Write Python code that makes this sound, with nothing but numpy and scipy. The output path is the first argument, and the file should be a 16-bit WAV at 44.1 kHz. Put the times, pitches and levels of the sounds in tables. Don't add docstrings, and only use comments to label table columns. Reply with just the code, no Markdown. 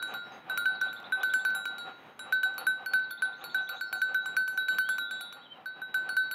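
import sys
import numpy as np
from scipy import signal
from scipy.fft import rfft, irfft
from scipy.io import wavfile

SR = 44100
rng = np.random.default_rng(int(sys.argv[2]) if len(sys.argv) > 2 else 0)


def master(y):
    cut = np.clip(np.atleast_2d(y).T, -1, 1)
    pcm = np.round(cut * 32767)
    wavfile.write(sys.argv[1], SR, pcm.astype(np.int16))


N = 279594

# f/Hz, relative level/dB
HUSH_COLOUR = [(70, -24), (120, -12.5), (220, -6), (450, -9.5), (800, -7), (1300, -10), (2000, -14),
               (3500, -22), (4800, -36), (7500, -47), (15700, -40), (16100, -75)]
# t/s, level/dB
HUSH_LEVEL = [(0, -53), (3, -55.5), (6.34, -58)]
# start t/s, end t/s, start f/Hz, end f/Hz, level/dB
FAR_SLIDES = [(0.043, 0.122, 6900, 6100, -73), (.235, 0.29, 5260, 5700, -76),
              (0.283, 0.35, 5100, 4730, -75), (0.308, 0.342, 6470, 6340, -71),
              (3.354, 3.427, 5830, 7300, -71.5), (3.48, 3.556, 7200, 6040, -76),
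              (3.608, 3.656, 6000, 5870, -71), (3.724, 3.793, 5740, 7230, -70),
              (3.823, 3.92, 5450, 5140, -73), (3.947, 4.01, 6940, 5760, -71), (4.21, 4.25, 6370, 6750, -74),
              (4.48, 4.57, 5660, 6440, -74)]
# t/s, f/Hz, level/dB, trill depth/0-1
WHISTLES = [
    [(4.705, 2860, -62, 0.4), (4.72, 2960, -58, 0.4), (4.735, 3130, -52, 0.6), (4.745, 3050, -70, .3)],
    [(4.755, 2800, -73, 0), (4.85, 3130, -49, 0), (4.9, 3360, -50, 0.5), (4.93, 3456, -50, 0.6),
     (4.96, 3470, -60, .9), (5.1, 3550, -51, 0.5), (5.345, 3520, -56, 0.64), (5.355, 3450, -76, .9)],
    [(5.415, 3120, -59, 0.5), (5.44, 3420, -59, 0.7), (5.47, 3040, -52, 0.4), (5.478, 3020, -76, 0.2)],
    [(5.482, 3000, -79, 0), (5.5, 3080, -56, 0), (5.525, 3125, -40.5, 0.04), (5.545, 2930, -67, 0),
     (5.562, 2830, -57, 0.1), (5.57, 2770, -68, 0)],
]
# t/s, level/dB
CHIRPS = [(.80, -66), (.879, -60.5), (.96, -59), (1.038, -59), (1.125, -61), (1.205, -59), (1.295, -58.5),
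          (1.39, -60.5), (3.10, -61.5), (3.171, -60), (3.248, -65), (3.325, -62), (3.408, -62.5),
          (3.494, -61), (3.58, -61), (3.67, -61), (3.762, -59.5)]
# t/s, f/Hz, added level/dB
CHIRP_SHAPE = [(0, 3483, -10), (.005, 3462, 15), (.014, 3702, 12), (0.019, 4016, 8), (.032, 3625, 12.5),
               (.038, 3200, -28)]
# t/s, length/s, start f/Hz, top f/Hz, end f/Hz, level/dB
SINGLE_NOTES = [(0.746, 0.029, 4370, 4600, 3390, -46.5), (3.03, 0.039, 4400, 4580, 3390, -51),
                (3.863, 0.033, 3940, 4300, 3900, -52)]

# middle t/s, throat level/dB
PANTS = [(.126, -44.5), (.338, -50), (0.511, -46.5), (.738, -50.5), (0.864, -51.5), (1.054, -49),
         (1.211, -45.5), (1.425, -53.5), (1.568, -50.5), (1.75, -50), (1.883, -47.5), (2.092, -59),
         (2.285, -49.5), (2.48, -50.5), (2.614, -44.5), (2.817, -51), (2.942, -52), (3.284, -51),
         (3.432, -49), (3.591, -49), (3.736, -48.5), (3.954, -52), (4.112, -50.5), (4.26, -58),
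         (4.357, -55.5), (4.58, -57.5), (4.741, -55.5), (4.92, -61.5), (5.15, -60), (5.25, -56.5),
         (5.382, -56.5), (5.604, -56), (5.795, -55), (5.95, -57), (6.084, -50)]
# length/s, mouth level against the throat/dB
BREATH_KINDS = [(.08, -9), (.105, -13.5)]
# f/Hz, width/Hz, relative level/dB
MOUTH_BANDS = [(525.5, 55, 1.5), (1227, 230, 8.5), (2455, 350, -5)]

# t/s, clank level/dB, level/dB of each of
# the three low pairs, treble level/dB, treble tilt/dB per octave, spot on the rim/degrees
BLOWS = [(0.0, -61.5, -25, -43.5, -88, -98, 0, 94), (0.0251, -29.5, -24, -37.5, -52, -55, -26, 101.7),
         (0.139, -35.5, -19.5, -41.5, -60.5, -56.5, 12, 93.0),
         (0.4969, -38, -26, -39.5, -62.6, -56.5, 5, 157), (0.575, -26, -11, -37.5, -52.5, -45, 7, 92.0),
         (0.6562, -32.5, -19, -38.5, -75, -63.1, 14, 155), (0.8131, -28.5, -17, -39, -63, -61, 18, 103),
         (0.929, -41, -24.5, -58.3, -62.5, -60.5, -5.0, 175.5),
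         (1.122, -32, -23, -38.5, -69, -59, -3.0, 39.0), (1.2323, -25, -17.5, -42.5, -57, -52, 20.0, 106.2),
         (1.3372, -24.5, -21, -45.2, -40, -51.7, -13, 139),
         (1.4503, -26.5, -17.5, -39.5, -65, -53, 17, 109.2),
         (1.5492, -34, -19, -40.5, -45, -48.5, -27, 99.4), (1.6547, -26, -17.5, -40.5, -60.2, -63, -3, 95),
         (1.7825, -36.5, -23, -42.5, -56.5, -62.5, -3, 90.5),
         (2.1929, -34.5, -32.5, -43.5, -48.5, -55.5, -43, 100),
         (2.3239, -30.5, -20, -38.1, -61, -51, 0, 46), (2.4321, -28.5, -20.5, -38.5, -57, -51.5, -3, 33.6),
         (2.5806, -30.5, -25.5, -37, -61, -47, -2, 3.4), (2.6675, -29.5, -20, -37, -58, -47.5, -18, 41),
         (2.8608, -35, -25, -40, -77.2, -54, -11, 69.5), (2.9352, -26, -20, -37.5, -82, -51, 4, 56),
         (3.1082, -41, -25.5, -42, -71, -52.5, 3.0, 8.1), (3.2211, -30.5, -20.1, -45.5, -68, -52, 1, 24.6),
         (3.4404, -34, -25.5, -40, -57.5, -52, 0, 1.1), (3.545, -28.5, -21, -38.5, -60.5, -53, -3, 33.7),
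         (3.6916, -32, -21, -39, -61, -52, 6, 84.4), (3.81, -35.5, -23, -38.6, -55.5, -58.5, 6.0, 73.5),
         (3.9275, -27.5, -21, -39.5, -56, -51, 9, 77), (4.0167, -29, -20, -38, -59, -53.5, 5, 27.6),
         (4.145, -29.5, -17.5, -40.5, -72, -55, -9, 162.7), (4.2586, -33, -25, -42.5, -50, -60.5, 8, 161.5),
         (4.3666, -28, -21, -37.6, -62, -51, 2, 132), (4.4785, -31.5, -27.5, -49, -53, -54.5, -13, 140),
         (4.5752, -28, -21, -40, -71, -52, 2.0, 155.4), (4.6842, -32.5, -22.5, -38, -47.5, -57, -7, 144),
         (4.7847, -22.5, -20, -40, -65, -46, 20, 117), (4.8896, -27.5, -23, -44, -49.5, -50, -13, 117.0),
         (4.9829, -28.5, -19, -39.5, -54, -53.6, 14, 97.4),
         (5.11, -33.5, -29.5, -41.5, -52.4, -60.5, -19, 151.4),
         (5.209, -31.5, -23, -41.5, -61.3, -54, -1, 92.0), (5.3254, -34.5, -32, -48.6, -62.5, -65, -23, 93),
         (5.6578, -41, -32, -47.5, -78.5, -63, 0, 142), (5.817, -45, -32, -47, -84, -65, -8, 39.0),
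         (5.9429, -28, -22.5, -40.5, -57, -54, 9, 32.6), (6.091, -36, -23, -38.5, -66.6, -54.5, -4, 73.6),
         (6.167, -27, -20.5, -36, -62.0, -54, -2.0, 138), (6.3123, -32.5, -24, -40, -55.5, -48.5, 16, 77.6)]
# t/s, level/dB
TICKS = [(.079, -48), (.322, -50), (1.001, -43), (1.028, -51), (1.504, -41), (2.541, -50), (2.996, -46),
         (4.748, -43)]
# f/Hz, relative level/dB, fade time/s (the time to drop by 60 dB)
CLANK_TONES = [(1240, -6, 0.013), (2370, -5.5, 0.012), (2923, -16.5, 0.032), (5780, -20, 0.024)]
LOW_HZ = [1416, 1522, 3876, 4409, 7380, 7585]
# relative level when hit on their best spot/dB, basic fade time/s
LOW_TONES = [(-16, 0.64), (1.5, 0.34), (1.5, 0.54), (-2.5, .45), (-2, 0.24), (1.5, 0.27)]
RIM_WAVES = [2, 3, 4]
RIM_START_DEG = [0, 63.5, 151]
TREBLE_HZ = [9233, 9736, 9927, 10466, 11185, 11547, 12326, 12565, 12803, 12986, 13783, 14050, 14595, 14845,
             15320]
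TREBLE_SHARES = [-12.5, -10.5, -22, -5, -1.5, -6, -17.5, -3.5, -7, 0.5, -13, -9.5, -3.5, -19, -16]
# t/s, fade speed/factor (1 = usual)
FUR_DAMPING = [(0, 1.03), (.8, 0.89), (1.2, 0.85), (1.7, 0.94), (2.3, 1.15), (3, 1.08), (4, 1.09),
               (4.6, 0.73), (5.2, 0.99), (6.34, 0.91)]

STEP = 64


def amp(db):
    return 10 ** (np.asarray(db) / 20)


def rms_one(x):
    return x / np.sqrt(np.mean(x ** 2) + 1e-20)


def filtered(x, order, hz, kind="low"):
    return signal.sosfilt(signal.butter(order, hz, kind, fs=SR, output="sos"), x)


def drift(hz):
    return rms_one(filtered(rng.standard_normal(N + SR), 2, hz)[SR:])


def resonate(x, hz, width):
    r = np.exp(-np.pi * width / SR)
    gain = (1 - r * r) / 2
    return signal.lfilter([gain, 0, -gain], [1, -2 * r * np.cos(2 * np.pi * hz / SR), r * r], x)


def add(out, s, sound):
    at = round(s * SR)
    out[at:at + len(sound)] += sound[:max(N - at, 0)]


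def hush():
    hz = np.maximum(np.fft.rfftfreq(N, 1 / SR), 1)
    colour_hz, colour_db = np.transpose(HUSH_COLOUR)
    colour = amp(np.interp(np.log(hz), np.log(colour_hz), colour_db))
    noise = rms_one(irfft(rfft(rng.standard_normal(N)) * colour, N))
    level_db = np.interp(np.arange(N) / SR, *np.transpose(HUSH_LEVEL))
    return noise * amp(level_db + 2.1 * drift(hz=9.6))


def insects(hz=6450, width_hz=400, level_db=-83, peak_s=1.95, swell_s=.35):
    hiss = np.zeros(N)
    for multiple in (1, 2):
        band = resonate(rng.standard_normal(N), multiple * hz, width_hz)
        hiss += rms_one(resonate(band, multiple * hz, width_hz)) / multiple
    swell = np.exp(-((np.arange(N) / SR - peak_s) / swell_s) ** 2)
    return amp(level_db) * hiss * swell


def yard_echo(x, fade_s=.24, gap_s=.008):
    t = np.arange(SR // 2) / SR
    echoes = rng.standard_normal(len(t)) * amp(-60 * t / fade_s) * (t > gap_s)
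    return signal.fftconvolve(x, echoes / np.sqrt(np.sum(echoes ** 2)))[:N]


def sing(rows, trill=0., warble_swing_hz=0., trill_per_s=99, trill_swing_hz=260, warble_per_s=194):
    s, hz, db = np.transpose(rows)[:3]
    t = np.arange(s[0], s[-1], 1 / SR)
    depth = np.interp(t, s, trill * np.ones(len(s)))
    shake = depth * np.sin(2 * np.pi * trill_per_s * t)
    warble = warble_swing_hz * np.sin(2 * np.pi * warble_per_s * (t - s[0]))
    pitch = np.interp(t, s, hz) + warble + trill_swing_hz * shake
    return amp(np.interp(t, s, db)) * (1 + shake) * np.sin(2 * np.pi * np.cumsum(pitch) / SR)


def far_bird(blur_hz=148):
    out = np.zeros(N)
    for start, end, from_hz, to_hz, db in FAR_SLIDES:
        note = sing([(start, from_hz, db), (end, to_hz, db)])
        add(out, start, note * np.hanning(len(note)) ** .5)
    return out * drift(blur_hz)


def whistling_bird():
    out = np.zeros(N)
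    for note in WHISTLES:
        add(out, note[0][0], sing(note, trill=np.array(note)[:, 3]))
    return out


def chirping_bird(warble_swing_hz=133, rising_share=.246):
    out = np.zeros(N)
    for (s, db), tuning in zip(CHIRPS, rng.normal(1, 0.017, len(CHIRPS))):
        arch = np.array(CHIRP_SHAPE) * [1, tuning, 1]
        add(out, s, amp(db) * sing(arch, warble_swing_hz=warble_swing_hz))
    for s, length, from_hz, top_hz, to_hz, db in SINGLE_NOTES:
        arch = [(s, from_hz, db), (s + rising_share * length, top_hz, db), (s + length, to_hz, db)]
        note = sing(arch, warble_swing_hz=warble_swing_hz)
        add(out, s, note * np.hanning(len(note)))
    return out


def panting(throat_hz=771.7, throat_width_hz=43.5):
    middle, throat_db = np.transpose(PANTS)[:, :, None]
    length, open_db = np.resize(BREATH_KINDS, (len(PANTS), 2)).T[:, :, None]
    t = np.arange(0, N, STEP) / SR
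    puffs = np.exp(-(2 * (t - middle) / length) ** 2)
    throat_gain = np.repeat((amp(throat_db) * puffs).sum(axis=0), STEP)[:N]
    mouth_gain = np.repeat((amp(throat_db + open_db) * puffs).sum(axis=0), STEP)[:N]
    throat = rms_one(resonate(rng.standard_normal(N), throat_hz, throat_width_hz))
    air = rng.standard_normal(N)
    mouth = sum(amp(db) * rms_one(resonate(air, hz, width)) for hz, width, db in MOUTH_BANDS)
    return filtered(throat_gain * throat + mouth_gain * mouth, order=4, hz=3500)


def clapper_bounces(gap_s=.0038, scatter_s=.026, drop_db=17):
    draws = rng.random((len(BLOWS), 2, 2))
    return [(s + gap_s + scatter_s * late, db - drop_db * (1 + soft))
            for (s, db, *_), pair in zip(BLOWS[1:], draws) for late, soft in pair]


def clanks(crack_db=-2.5, crack_fade_s=.011, sizzle_db=-15.5, sizzle_fade_s=.035):
    hz, db, fade_s = np.transpose(CLANK_TONES)[:, :, None]
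    t = np.arange(SR // 12) / SR
    knocks = [row[:2] for row in BLOWS[1:]] + TICKS + clapper_bounces()
    noises = rng.standard_normal((len(knocks), len(t)))
    uneven_db = 4 * rng.standard_normal((len(knocks), len(hz), 1))
    out = np.zeros(N)
    for (s, level_db), noise, extra_db in zip(knocks, noises, uneven_db):
        crack = amp(crack_db - 60 * t / crack_fade_s) * filtered(noise, 1, 3250)
        sizzle = amp(sizzle_db - 60 * t / sizzle_fade_s) * filtered(noise, 3, (8030, 16500), "band")
        tones = amp(db + extra_db - 60 * t / fade_s) * np.sin(2 * np.pi * hz * t)
        add(out, s, amp(level_db) * (crack + sizzle + tones.sum(axis=0)))
    return filtered(out, 2, 900, "high")


def bell_swing(hz, speed_hz=9, lowest_tone_db=1.2):
    smooth = signal.butter(2, speed_hz, fs=SR / STEP, output="sos")
    sway = signal.sosfilt(smooth, rng.standard_normal((len(hz), N // STEP + 400)))[:, 300:]
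    return amp(lowest_tone_db * np.sqrt(hz / hz[0]) * sway / sway.std())


def strike_levels(blow, leak=.014, pivot_hz=12000, scatter_db=7.5):
    _, _, *pair_db, treble_db, tilt_db, spot_deg = blow
    angle = np.radians(np.multiply(RIM_WAVES, spot_deg) + RIM_START_DEG)
    twins = np.abs(np.c_[np.cos(angle), np.sin(angle)]).ravel() + leak
    low = twins * amp(np.array(LOW_TONES)[:, 0] + np.repeat(pair_db, 2))
    octaves = np.log2(np.array(TREBLE_HZ) / pivot_hz)
    share_db = TREBLE_SHARES + tilt_db * octaves + scatter_db * rng.standard_normal(len(TREBLE_HZ))
    return np.r_[low, amp(treble_db) * rms_one(amp(share_db))][:, None]


def bell_ring(rise_cycles=1.8, treble_fade_cycles=1620, tail_share=.17, tail_stretch=1.9):
    hz = np.r_[LOW_HZ, TREBLE_HZ][:, None]
    fade_s = np.r_[np.array(LOW_TONES)[:, 1], treble_fade_cycles / np.array(TREBLE_HZ)][:, None]
    tail = tail_share * (hz <= max(LOW_HZ))
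    rise_s = rise_cycles / hz
    beams = bell_swing(hz)
    phases = rng.uniform(0, 2 * np.pi, (len(BLOWS), len(hz), 1))
    starts = [blow[0] for blow in BLOWS]
    out = np.zeros(N)
    for blow, start, end, phase in zip(BLOWS, starts, starts[1:] + [N / SR], phases):
        t = np.arange(round((end - start + .01) * SR)) / SR
        fade_in = 1 - np.exp(-t / rise_s)
        cut_off = np.exp(-np.maximum(start + t - end, 0) / rise_s)
        beam = np.array([np.interp((start + t) * SR / STEP, np.arange(len(b)), b) for b in beams])
        beam /= beam[:, :1]
        loss_db = -60 * np.interp(start, *np.transpose(FUR_DAMPING)) * t / fade_s
        decay = (1 - tail) * amp(loss_db) + tail * amp(loss_db / tail_stretch)
        tones = strike_levels(blow) * np.sin(2 * np.pi * hz * t + phase)
        add(out, start, (tones * fade_in * cut_off * beam * decay).sum(axis=0))
    return out


def scene():
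    bell = bell_ring() + clanks()
    near_birds = chirping_bird() + whistling_bird()
    far = far_bird()
    echo = yard_echo(amp(-20) * bell + amp(-7) * near_birds + amp(6) * far)
    return (bell + near_birds + far + echo + panting() + hush() + insects())[None]


def record(dry, low_cut_hz=58, top_cut_hz=16900):
    thin = filtered(dry, 4, low_cut_hz, "high")
    return signal.sosfilt(signal.cheby2(12, 70, top_cut_hz, fs=SR, output="sos"), thin)


dry = scene()
out = record(dry)
master(out)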